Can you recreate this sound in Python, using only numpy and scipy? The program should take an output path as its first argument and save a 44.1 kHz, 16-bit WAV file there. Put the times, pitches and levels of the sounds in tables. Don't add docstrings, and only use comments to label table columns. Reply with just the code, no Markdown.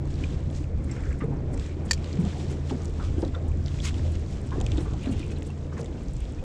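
import sys
import numpy as np
from scipy import signal
from scipy.fft import rfft, irfft, next_fast_len
from scipy.io import wavfile
from scipy.ndimage import uniform_filter1d, map_coordinates

SR = 44100
rng = np.random.default_rng(int(sys.argv[2]) if len(sys.argv) > 2 else 0)


def level_to_linear(level):
    exponent = np.asarray(level, float) / 20
    return 10 ** exponent


def waveform_to_disk(signal):
    frames = np.transpose(np.atleast_2d(signal))
    scaled = np.clip(frames, -1, 1) * 32767
    samples = np.round(scaled).astype(np.int16)
    wavfile.write(sys.argv[1], SR, samples)


N = 283987


def unit(x):
    return x / np.sqrt(np.mean(x ** 2) + 1e-20)


def curve(rows):
    s, value = np.transpose(rows)
    return np.interp(np.arange(N) / SR, s, value)


def wobble(rate):
    knots = rng.standard_normal(int(N * 40 / SR) + 9)
    return map_coordinates(knots, [np.arange(N) * min(rate, 40) / SR])


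def through(x, spectrum):
    m = next_fast_len(N + 8192)
    hz, db = np.transpose(spectrum)
    gain = level_to_linear(np.interp(np.log(np.fft.rfftfreq(m, 1 / SR) + 1), np.log(hz + 1), db))
    return irfft(rfft(x, m) * gain, m)[..., :N]


def coloured(x, spectrum):
    return unit(through(x, spectrum))


def resonance(x, hz, width_hz):
    y = signal.lfilter(*signal.iirpeak(hz, hz / width_hz, SR), x)
    return y / np.abs(y).max()


def steep_resonance(x, hz, width_hz, wider_hz):
    return resonance(resonance(x, hz, width_hz), hz, wider_hz)


def fade(t, t60, rise):
    return level_to_linear(-60 * t / max(t60, .003)) * (1 - np.exp(-t / rise))


def add(track, s, burst):
    part = track[round(s * SR):][:len(burst)]
    part += burst[:len(part)]


def crackles(count, low_hz, cycles, spread_db, size):
    s, pitch, strength = rng.random((count, 3)).T
    hz = low_hz * 2 ** (3 * pitch[:, None])
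    t = np.arange(size) / SR
    sizes = level_to_linear(spread_db * strength[:, None] ** 3)
    grain = sizes * np.exp(-t * hz / cycles) * np.sin(2 * np.pi * hz * t)
    at = (s[:, None] * N).astype(int) + np.arange(len(t))
    return unit(np.bincount(at.ravel(), grain.ravel(), N)[:N])


def patchy(x, depth_db):
    z = signal.stft(x, nperseg=1024)[2]
    field = uniform_filter1d(rng.standard_normal(z.shape), size=8, axis=0)
    field = uniform_filter1d(field, size=7, axis=1)
    return unit(signal.istft(z * level_to_linear(depth_db * unit(field)), nperseg=1024)[1][:N])


# pitch_hz [Hz], level_db [dB rms before the turning gain], waver_db [dB]
ENGINE_LINES = [(81.34, -32, 1.5), (140.2, -41, 4), (210.3, -51, 2.5), (281, -56, 4), (345.6, -55, 2.5)]
# time_s [s], gain_db [dB]
TURNING_GAIN = [(0, 1.5), (.5, -0.5), (1, -4), (1.7, -3.5), (2, 1), (3.4, -1.5), (4.1, 3.5), (4.6, -6.5),
                (5.4, 1), (5.9, -6), (6.2, -10), (6.44, -3)]


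def engine():
    t = np.arange(N) / SR
    lines = np.zeros(N)
    for hz, db, waver_db in ENGINE_LINES:
        level = level_to_linear(db + waver_db * wobble(3.246))
        phase = 0.11 * wobble(2.02) + rng.uniform(0, 2 * np.pi)
        lines += level * np.sin(2 * np.pi * hz * t + phase)
    return np.sqrt(2) * level_to_linear(curve(TURNING_GAIN)) * lines


# start_s [s], level_db [dB], pitch_hz [Hz at the start]
AIR_POCKETS = [(1.218, -18, 277), (1.243, -16.5, 154), (2.189, -7.5, 165), (2.236, -15, 181),
               (2.26, -14.5, 181), (2.712, -15.5, 255), (2.743, -18, 237), (3.18, -15.5, 315),
               (3.229, -12, 331), (3.263, -19.5, 292), (3.334, -26, 250), (4.387, -30, 296),
               (4.58, -20, 384), (4.71, -15, 91.5), (4.745, -14.5, 61.6), (4.733, -19, 305),
               (4.78, -14, 310), (4.807, -18.5, 317), (4.82, -18.5, 147), (5.07, -13, 250),
               (5.092, -13, 250), (5.119, -18.5, 215), (5.772, -24.5, 191), (5.8, -24, 137),
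               (6.214, -17.5, 48.2)]
GULP_CYCLES = 15.2
THUMP_T60_S, THUMP_HZ = 0.11, 380


def gulps():
    out, t = np.zeros(N), np.arange(SR // 4) / SR
    for s, db, hz in AIR_POCKETS:
        glide = t + 1.07 * t ** 2
        tone = np.sin(2 * np.pi * hz * glide) * fade(t, GULP_CYCLES / hz, 0.81 / hz)
        thump = resonance(resonance(rng.standard_normal(len(t)), 220, 290), 160, 290)
        thump = (hz / THUMP_HZ) ** 2 * fade(t, THUMP_T60_S, 0.0041) * thump
        add(out, s, level_to_linear(db) * (0.47 * tone / tone.max() + thump))
    return out


# [s, of the splash before its resonance]
PLATE_SLAPS = [(1.204, -34, 1910, 0.16), (1.206, -32.5, 1160, 0.13), (1.235, -25.5, 432, 0.22),
               (1.32, -35, 790, 0.23), (1.50, -41, 753, 0.24), (2.245, -34, 674, 0.16),
               (2.35, -37, 702, 0.33), (2.699, -35, 1470, 0.034), (2.706, -28, 810, 0.067),
               (2.712, -27, 398, 0.25), (2.995, -30, 790, 0.058), (2.999, -32.5, 1310, 0.14),
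               (3.02, -38, 1180, 0.23), (3.223, -34, 920, 0.044), (3.224, -44, 1710, 0.066),
               (3.23, -27, 510, 0.1), (3.339, -38, 1020, 0.088), (3.343, -33, 1360, 0.13),
               (3.36, -31, 500, 0.1), (4.045, -34, 581, 0.26), (4.515, -35, 1006, 0.3),
               (4.52, -42, 1570, 0.27), (4.555, -31.5, 496, 0.11), (4.604, -27.5, 720, 0.12),
               (4.78, -28.5, 510, 0.064), (4.778, -42, 850, 0.067), (4.781, -41, 1370, .05),
               (4.853, -35, 1090, 0.091), (4.876, -42, 1120, 0.18), (4.906, -43, 1210, .092),
               (4.935, -30.5, 777, 0.073), (4.96, -41, 900, 0.16), (5.055, -33, 565, 0.16),
               (5.496, -39.5, 825, .09), (5.722, -43, 1150, 0.12), (5.768, -39.5, 1780, 0.11),
               (5.773, -39.5, 1070, 0.13), (5.79, -28, 460, 0.34), (5.782, -42, 1570, .08),
               (5.80, -35.5, 794, .1), (6.421, -33, 544, 0.16)]
SLAP_WIDTH = 0.33
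PLOP_DB = -4.5


def slaps():
    out, t = np.zeros(N), np.arange(SR // 4) / SR
    for s, db, hz, t60 in PLATE_SLAPS:
        splash = rng.standard_normal(len(t)) * fade(t, t60, 0.0012)
        splash = steep_resonance(splash, hz, SLAP_WIDTH * hz, 2 * SLAP_WIDTH * hz)
        plop = np.sin(2 * np.pi * hz * (t + 1.3 * t ** 2)) * fade(t, 0.61 * t60, 0.0023)
        add(out, s, level_to_linear(db) * (0.74 * splash + level_to_linear(PLOP_DB) * plop))
    return out


# [dB, first contact]
BAIL_BLOWS = [(1.897, -43), (1.9097, -24), (1.9105, -7), (1.9318, -18.5), (1.944, -34)]
# pitch_hz [Hz], level_db [dB, relative], t60_s [s]
BAIL_MODES = [(960, -9.5, .01), (1400, -25, 0.0084), (1800, -4.5, 0.025), (2400, -7, 0.019),
              (3220, -8, .012), (4560, 5, 0.012), (5100, -3, .011), (5440, 0.5, 0.0086), (5850, -9, .013),
              (6700, -5, 0.014), (7180, -1, .013), (7640, -6, 0.0088), (8650, -9, .01),
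              (11300, -21, 0.0037), (12740, -8, .006), (14370, -1, .005)]
CHATTER_S, GAP_GROWS = .0014, 1.25
CHATTER_LOSS_DB, BRIGHTENS_DB = 2.7, 2.5


def bail():
    out, t = np.zeros(N), np.arange(SR // 20) / SR
    gaps = CHATTER_S * GAP_GROWS ** np.arange(5)
    for start, first_db in BAIL_BLOWS:
        for k, s in enumerate(start + np.cumsum(gaps) - gaps):
            ring = np.zeros(len(t))
            for hz, level, t60 in BAIL_MODES:
                tilt_db = BRIGHTENS_DB * k * np.log2(min(hz, 7500) / 5000)
                strength = level_to_linear(level + tilt_db + rng.normal(0, 3))
                ring += strength * fade(t, t60, .0003) * np.sin(2 * np.pi * (hz * t + rng.random()))
            crack = resonance(rng.standard_normal(len(t)) * fade(t, .012, .0003), 5000, 7000)
            add(out, s, level_to_linear(first_db - CHATTER_LOSS_DB * k) * (ring / np.abs(ring).max() + 0.5 * crack))
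    return out


# [dB, thin parts over body]
REEL_TICKS = [(0.054, -53.5, 4000, 3), (.074, -56, 4000, 6), (.104, -49, 3480, -1), (.156, -44, 4100, -18),
              (.303, -50, 3300, -15), (.3222, -49, 2400, -13), (0.346, -48, 2970, -4),
              (.392, -54, 6000, -3), (.405, -50, 2970, 0), (0.4287, -47, 3060, -13), (0.501, -47, 3500, -3),
              (.5496, -45.5, 4800, -8), (0.6405, -41, 2300, -13), (1.541, -45, 2110, 5),
              (1.576, -40, 2400, -1), (1.6631, -40, 2100, -2.5), (3.518, -43.5, 2400, -10),
              (4.37, -42, 2700, -10), (5.831, -45, 2700, -0.5), (5.928, -46, 2900, -20),
              (6.253, -43, 3300, -9), (0.1406, -41.5, 4700, -19), (0.237, -34, 2880, -18),
              (0.913, -41, 2100, -2), (.93, -54, 2100, -10), (.953, -47, 2100, -3), (0.963, -47, 1900, -3),
              (1.006, -47, 2000, 0), (1.037, -46, 2300, -2), (1.07, -50, 2000, -5), (1.09, -48, 2090, -3),
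              (1.106, -43, 1900, -8), (1.118, -48, 2200, -8), (1.1275, -37, 2080, -8),
              (1.596, -38.5, 3880, -3), (1.9766, -39, 2440, -9), (2.0429, -34.5, 3460, -6),
              (2.059, -41, 4320, -27), (2.129, -36, 4600, -25), (2.172, -38, 2580, -18),
              (2.251, -40, 3500, 0), (2.293, -52, 3980, -16), (2.696, -35, 3000, -14),
              (2.819, -45, 6000, -8), (2.855, -37, 6450, -3), (2.961, -56, 6500, 0),
              (3.2194, -39, 5040, -26), (3.2488, -38.5, 3750, -11), (3.279, -45, 3700, -8),
              (3.349, -51, 5500, -5), (3.6606, -31.5, 4430, -33), (3.681, -35.5, 3620, -23.5),
              (3.717, -41, 2720, -25), (3.746, -51, 4000, -10), (3.787, -38, 2210, -21),
              (3.802, -30, 3300, -22), (3.9423, -34, 3200, -12), (3.9826, -40, 3740, -21),
              (4.154, -41.5, 2980, 1), (4.507, -43.5, 3480, -6), (4.602, -42, 3920, 3),
              (4.612, -33.5, 3200, 4.5), (4.664, -29, 2800, -3), (4.718, -29, 3200, -10.5),
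              (4.773, -35.5, 3270, -5), (4.78, -38.5, 3460, -20), (4.9345, -39.5, 3300, -9),
              (5.0583, -36.5, 2900, -14), (5.1253, -39, 3000, -12), (5.135, -45, 2400, -12),
              (5.194, -39, 3130, -4), (5.422, -36, 2830, -18), (5.8134, -41, 5470, -11),
              (5.844, -44, 2240, 3.5), (5.859, -44, 3730, 1), (6.0833, -44, 5830, -14.5),
              (6.166, -42, 7300, -2)]
TICK_T60_S = 0.012
CRACK_DB = -0.5


def ticks():
    out, t = np.zeros(N), np.arange(SR // 8) / SR
    for s, db, hz, treble_db in REEL_TICKS:
        blow = rng.standard_normal((2, len(t))) * fade(t, TICK_T60_S, 0.00047)
        body = steep_resonance(blow[0], hz, .3 * hz, .7 * hz)
        thin = steep_resonance(blow[1], 7500, 1500, 4000)
        crack = steep_resonance(blow[0] * fade(t, .007, .0004), 4500, 3500, 6000)
        crack = level_to_linear(CRACK_DB + 0.38 * treble_db) * crack
        add(out, s, level_to_linear(db) * (body + level_to_linear(treble_db) * thin + crack))
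    return out


# [s, middle to 1/e]
LINE_SWISHES = [(0.512, -45, 0.0036), (.845, -43, .005), (1.192, -44, .005), (1.242, -44, 0.0015),
                (1.539, -41, 0.0099), (1.861, -40.5, 0.0097), (2.202, -44, 0.006), (2.216, -43, 0.0052),
                (2.41, -61, 0.013), (2.512, -39.5, 0.0087), (2.695, -44, .003), (2.703, -48, .006),
                (2.781, -50, .002), (2.849, -40, 0.0048), (2.897, -46, .002), (3.208, -41.5, 0.017),
                (3.485, -43.5, .006), (3.861, -33, 0.02), (3.892, -38, 0.008), (4.121, -41, .004),
                (4.196, -46, 0.0018), (4.416, -41, 0.0018), (4.47, -45, 0.0067), (4.821, -41, 0.03),
                (5.036, -44, 0.0044), (5.06, -44, .003), (5.122, -38, 0.013), (5.18, -45, .002),
                (5.195, -37, 0.0018), (5.265, -42, 0.0016), (5.28, -44, 0.0016), (5.317, -44, 0.008),
                (5.386, -42, .002), (5.43, -37, 0.0017), (5.47, -40.5, 0.0091), (5.505, -42, 0.0014),
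                (5.808, -41, 0.0095), (6.035, -41, 0.001), (6.111, -47, 0.0015), (6.136, -38.5, 0.0035),
                (6.205, -38, 0.0018), (6.323, -46, 0.0022)]
SWISH_HZ = 9020


def swishes():
    out, t = np.zeros(N), np.arange(SR // 8) / SR
    for middle, db, half_s in LINE_SWISHES:
        hiss = rng.standard_normal(len(t)) * np.exp(-((t - t.mean()) / half_s) ** 2)
        main = steep_resonance(hiss, SWISH_HZ, 2300, 3400)
        air = resonance(resonance(hiss, 11000, 5000), 12000, 6000)
        add(out, middle - t.mean(), level_to_linear(db) * (main + 0.28 * air))
    return out


# start_s [s], length_s [s],
# level_db [dB rms before the swell envelope], pitch_hz [Hz]
HANDLE_SCRAPES = [(.85, 0.34, -52.5, 1500), (0.867, 0.18, -55, 2140), (1.546, 0.23, -59, 2210),
                  (2.696, 0.016, -47, 2930), (2.697, .012, -51, 5870), (2.701, 0.02, -51, 4700),
                  (3.173, 0.022, -56, 3000), (3.216, 0.015, -60, 3000), (3.827, 0.036, -48, 2000),
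                  (3.84, 0.027, -57, 5500), (3.853, .025, -44, 3580), (3.864, 0.033, -42, 2520),
                  (4.512, 0.035, -50, 1300), (4.708, 0.036, -51, 2800), (4.771, 0.031, -50, 3480),
                  (5.009, 0.065, -52, 2600), (5.04, 0.055, -52.5, 1580), (5.113, 0.034, -51.5, 2840),
                  (5.153, 0.14, -59, 2660), (5.286, 0.04, -58, 2600), (5.348, 0.043, -57, 2820),
                  (5.712, 0.037, -53, 1190), (5.729, 0.032, -58, 5630), (5.765, 0.042, -58, 1590),
                  (6.197, 0.053, -55.5, 2670)]
SCRAPE_WIDTH = 0.36
SLIPS_PER_S, SLIP_DB = 85.5, 3


def scrapes():
    out = np.zeros(N)
    for s, length, db, hz in HANDLE_SCRAPES:
        u = np.arange(round(length * SR))
        slips = map_coordinates(rng.standard_normal(40), [u * SLIPS_PER_S / SR])
        force = rng.standard_normal(len(u)) * level_to_linear(SLIP_DB * slips)
        rasp = steep_resonance(force, hz, SCRAPE_WIDTH * hz, 2 * SCRAPE_WIDTH * hz)
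        add(out, s, level_to_linear(db) * unit(rasp) * np.sin(np.pi * u / len(u)) ** 0.61)
    return out


# start_s [s], level_db [dB],
# pitch_hz [Hz], t60_s [s]
LOOSE_PARTS = [(0.2387, -25, 2420, 0.021), (.8036, -46, 2120, .03), (.8939, -41, 2110, .04),
               (0.9122, -33, 7530, 0.029), (.9128, -36, 5500, 0.021), (1.035, -39, 2270, 0.026),
               (1.389, -51, 4480, 0.016), (1.8886, -42, 3230, .03), (3.349, -33, 3570, 0.022),
               (4.686, -41, 2340, 0.023), (5.0125, -44, 2420, 0.035), (5.03, -48, 2480, .05),
               (5.0579, -43, 4100, 0.033), (5.088, -44, 4280, .04), (4.715, -38, 2700, .03),
               (5.163, -47, 2750, .03), (5.197, -47, 2950, .03), (5.229, -35, 2450, 0.029),
               (5.257, -45, 2600, .03), (5.241, -40, 2730, 0.032), (5.299, -41, 2600, .04),
               (5.315, -44, 2540, 0.044), (5.361, -42, 4020, 0.035), (5.37, -52, 2660, 0.047),
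               (5.5004, -40.5, 2710, 0.046), (5.646, -52, 2840, 0.026), (5.98, -52, 2710, 0.036),
               (6.3854, -47, 2500, 0.061)]


def plinks():
    out, t = np.zeros(N), np.arange(SR // 10) / SR
    for s, db, hz, t60 in LOOSE_PARTS:
        rough = 1 + .5 * unit(uniform_filter1d(rng.standard_normal(len(t)), size=40))
        add(out, s, level_to_linear(db) * rough * fade(t, t60, 0.0012) * np.sin(2 * np.pi * hz * t))
    return out


# [dB, treble over body]
SLEEVE_STROKES = [(.11, -57.5, -0.14, 1), (0.228, -52, 0.13, -2), (0.568, -56, 0.05, 4),
                  (.93, -59.5, 0.1, 3.5), (1.08, -62, 0.15, 3), (1.61, -51.5, 0.07, -1),
                  (1.9, -53.5, 0.05, -2), (2.1, -52.5, 0.19, -4), (2.29, -49.5, 0.08, -5),
                  (2.408, -51.5, 0.08, 1.5), (2.52, -52, 0.05, -0.5), (2.7, -52, 0.07, -1.5),
                  (2.86, -59.5, 0.16, 1.5), (3.045, -53, 0.06, -0.5), (3.23, -60, 0.43, -1),
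                  (3.69, -56.5, 0.04, -8), (3.75, -58, 0.13, 2.5), (3.854, -37, 0.0159, 4),
                  (3.885, -38.5, 0, -6), (3.97, -53, 0.27, -1), (4.15, -49.5, -0.14, -7),
                  (4.3, -60.5, 0.13, 4.5), (4.53, -66, 0, -3), (4.71, -55, 0.27, -0.5),
                  (4.81, -50, -0.08, -3.5), (5.04, -55, 0.1, -1), (5.2, -52, 0.1, -4.5), (5.32, -54, 0, 3),
                  (5.45, -58, -0.56, 1), (5.79, -53.5, 0.02, 0.5), (6.1, -61.5, 1.9, 0)]
# [dB per Hz, relative]
CLOTH_BODY = [(600, -27.5), (1000, 0.5), (1500, -3.5), (2500, -1), (3500, -0.5), (5000, -13.5), (7000, -30),
              (12000, -67.5)]
CLOTH_TREBLE = [(2500, -50.5), (4000, -6), (5500, 0.5), (7500, 0.5), (8800, 0), (10000, -4.5),
                (12000, -10.5), (16000, -5.5)]
FADE_OVER_SWELL = 1.45
REST_DB, REST_TREBLE_DB = -65.5, -68.5


def jacket():
    t = np.arange(N) / SR
    body_power, treble_power = level_to_linear(REST_DB) ** 2, level_to_linear(REST_TREBLE_DB) ** 2
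    for s, db, swell_s, treble_db in SLEEVE_STROKES:
        distance = np.maximum(s - t, (t - s) / FADE_OVER_SWELL)
        power = level_to_linear(db - 10 * distance / max(swell_s, .012)) ** 2
        body_power = body_power + power
        treble_power = treble_power + power * level_to_linear(treble_db) ** 2
    coarse = crackles(count=2000, low_hz=1500, cycles=1.95, spread_db=8, size=400)
    rub = level_to_linear(1.05 * wobble(30)) * (rng.standard_normal(N) + 0.29 * coarse)
    fine = rub + 0.44 * crackles(count=900, low_hz=2500, cycles=2.5, spread_db=11.5, size=200)
    body = np.sqrt(body_power) * coloured(rub, CLOTH_BODY)
    return body + np.sqrt(treble_power) * coloured(fine, CLOTH_TREBLE)


# time_s [s], level_db [dB rms]
WASH_LEVEL = [(0, -37), (1.0, -37), (1.4, -36), (2.2, -35.5), (3.3, -36), (3.9, -39), (4.65, -36),
              (5.5, -37.5), (6.44, -39)]
# [dB per Hz, relative]
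WASH_SPECTRUM = [(53, -32.5), (90, -17.5), (146, -6), (225, -13), (286, -13), (399, -17.5), (471, -19),
                 (998, -34.5), (2500, -45), (3250, -76), (5500, -120)]


def wash():
    bubbles = crackles(count=500, low_hz=250, cycles=5, spread_db=8, size=3000)
    noise = patchy(rng.standard_normal(N), depth_db=1.54) * level_to_linear(1.2 * wobble(13))
    return level_to_linear(curve(WASH_LEVEL)) * coloured(noise + 0.082 * bubbles, WASH_SPECTRUM)


# time_s [s], level_db [dB rms]
BREEZE_LEVEL = [(0, -31), (.7, -30.5), (1.6, -31.5), (1.79, -35), (1.9, -33), (2.4, -37), (3.2, -31),
                (3.7, -30.5), (4.1, -29.5), (4.3, -31.5), (4.72, -27), (5.0, -30.5), (5.7, -38.5),
                (6.1, -30.5), (6.23, -31), (6.32, -39), (6.44, -25.5)]
# [dB per Hz, relative]
BUFFET_SPECTRUM = [(11, -37), (18, -0.5), (75, 3), (92, -2.5), (107, -2), (130, -3.5), (170, -39.5),
                   (290, -120)]
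GUST_DB = 1.5


def wind():
    lumps = rng.standard_normal(N) * level_to_linear(GUST_DB * wobble(7.5))
    return level_to_linear(curve(BREEZE_LEVEL)) * coloured(lumps, BUFFET_SPECTRUM)


def scene():
    water = gulps() + slaps() + wash()
    tackle = bail() + ticks() + swishes() + scrapes() + plinks()
    return (engine() + water + tackle + jacket() + wind())[None]


def top_cut(x):
    return signal.sosfilt(signal.butter(12, 15700, fs=SR, output="sos"), x)


# pitch_hz [Hz], gain_db [dB]
MIC_RESPONSE = [(7600, 0), (8600, -7), (9500, -11), (11000, -13.5), (13000, -16.5), (15500, -39)]


def record(dry):
    heard = through(dry, MIC_RESPONSE)
    return top_cut(heard)


dry = scene()
out = record(dry)
waveform_to_disk(out)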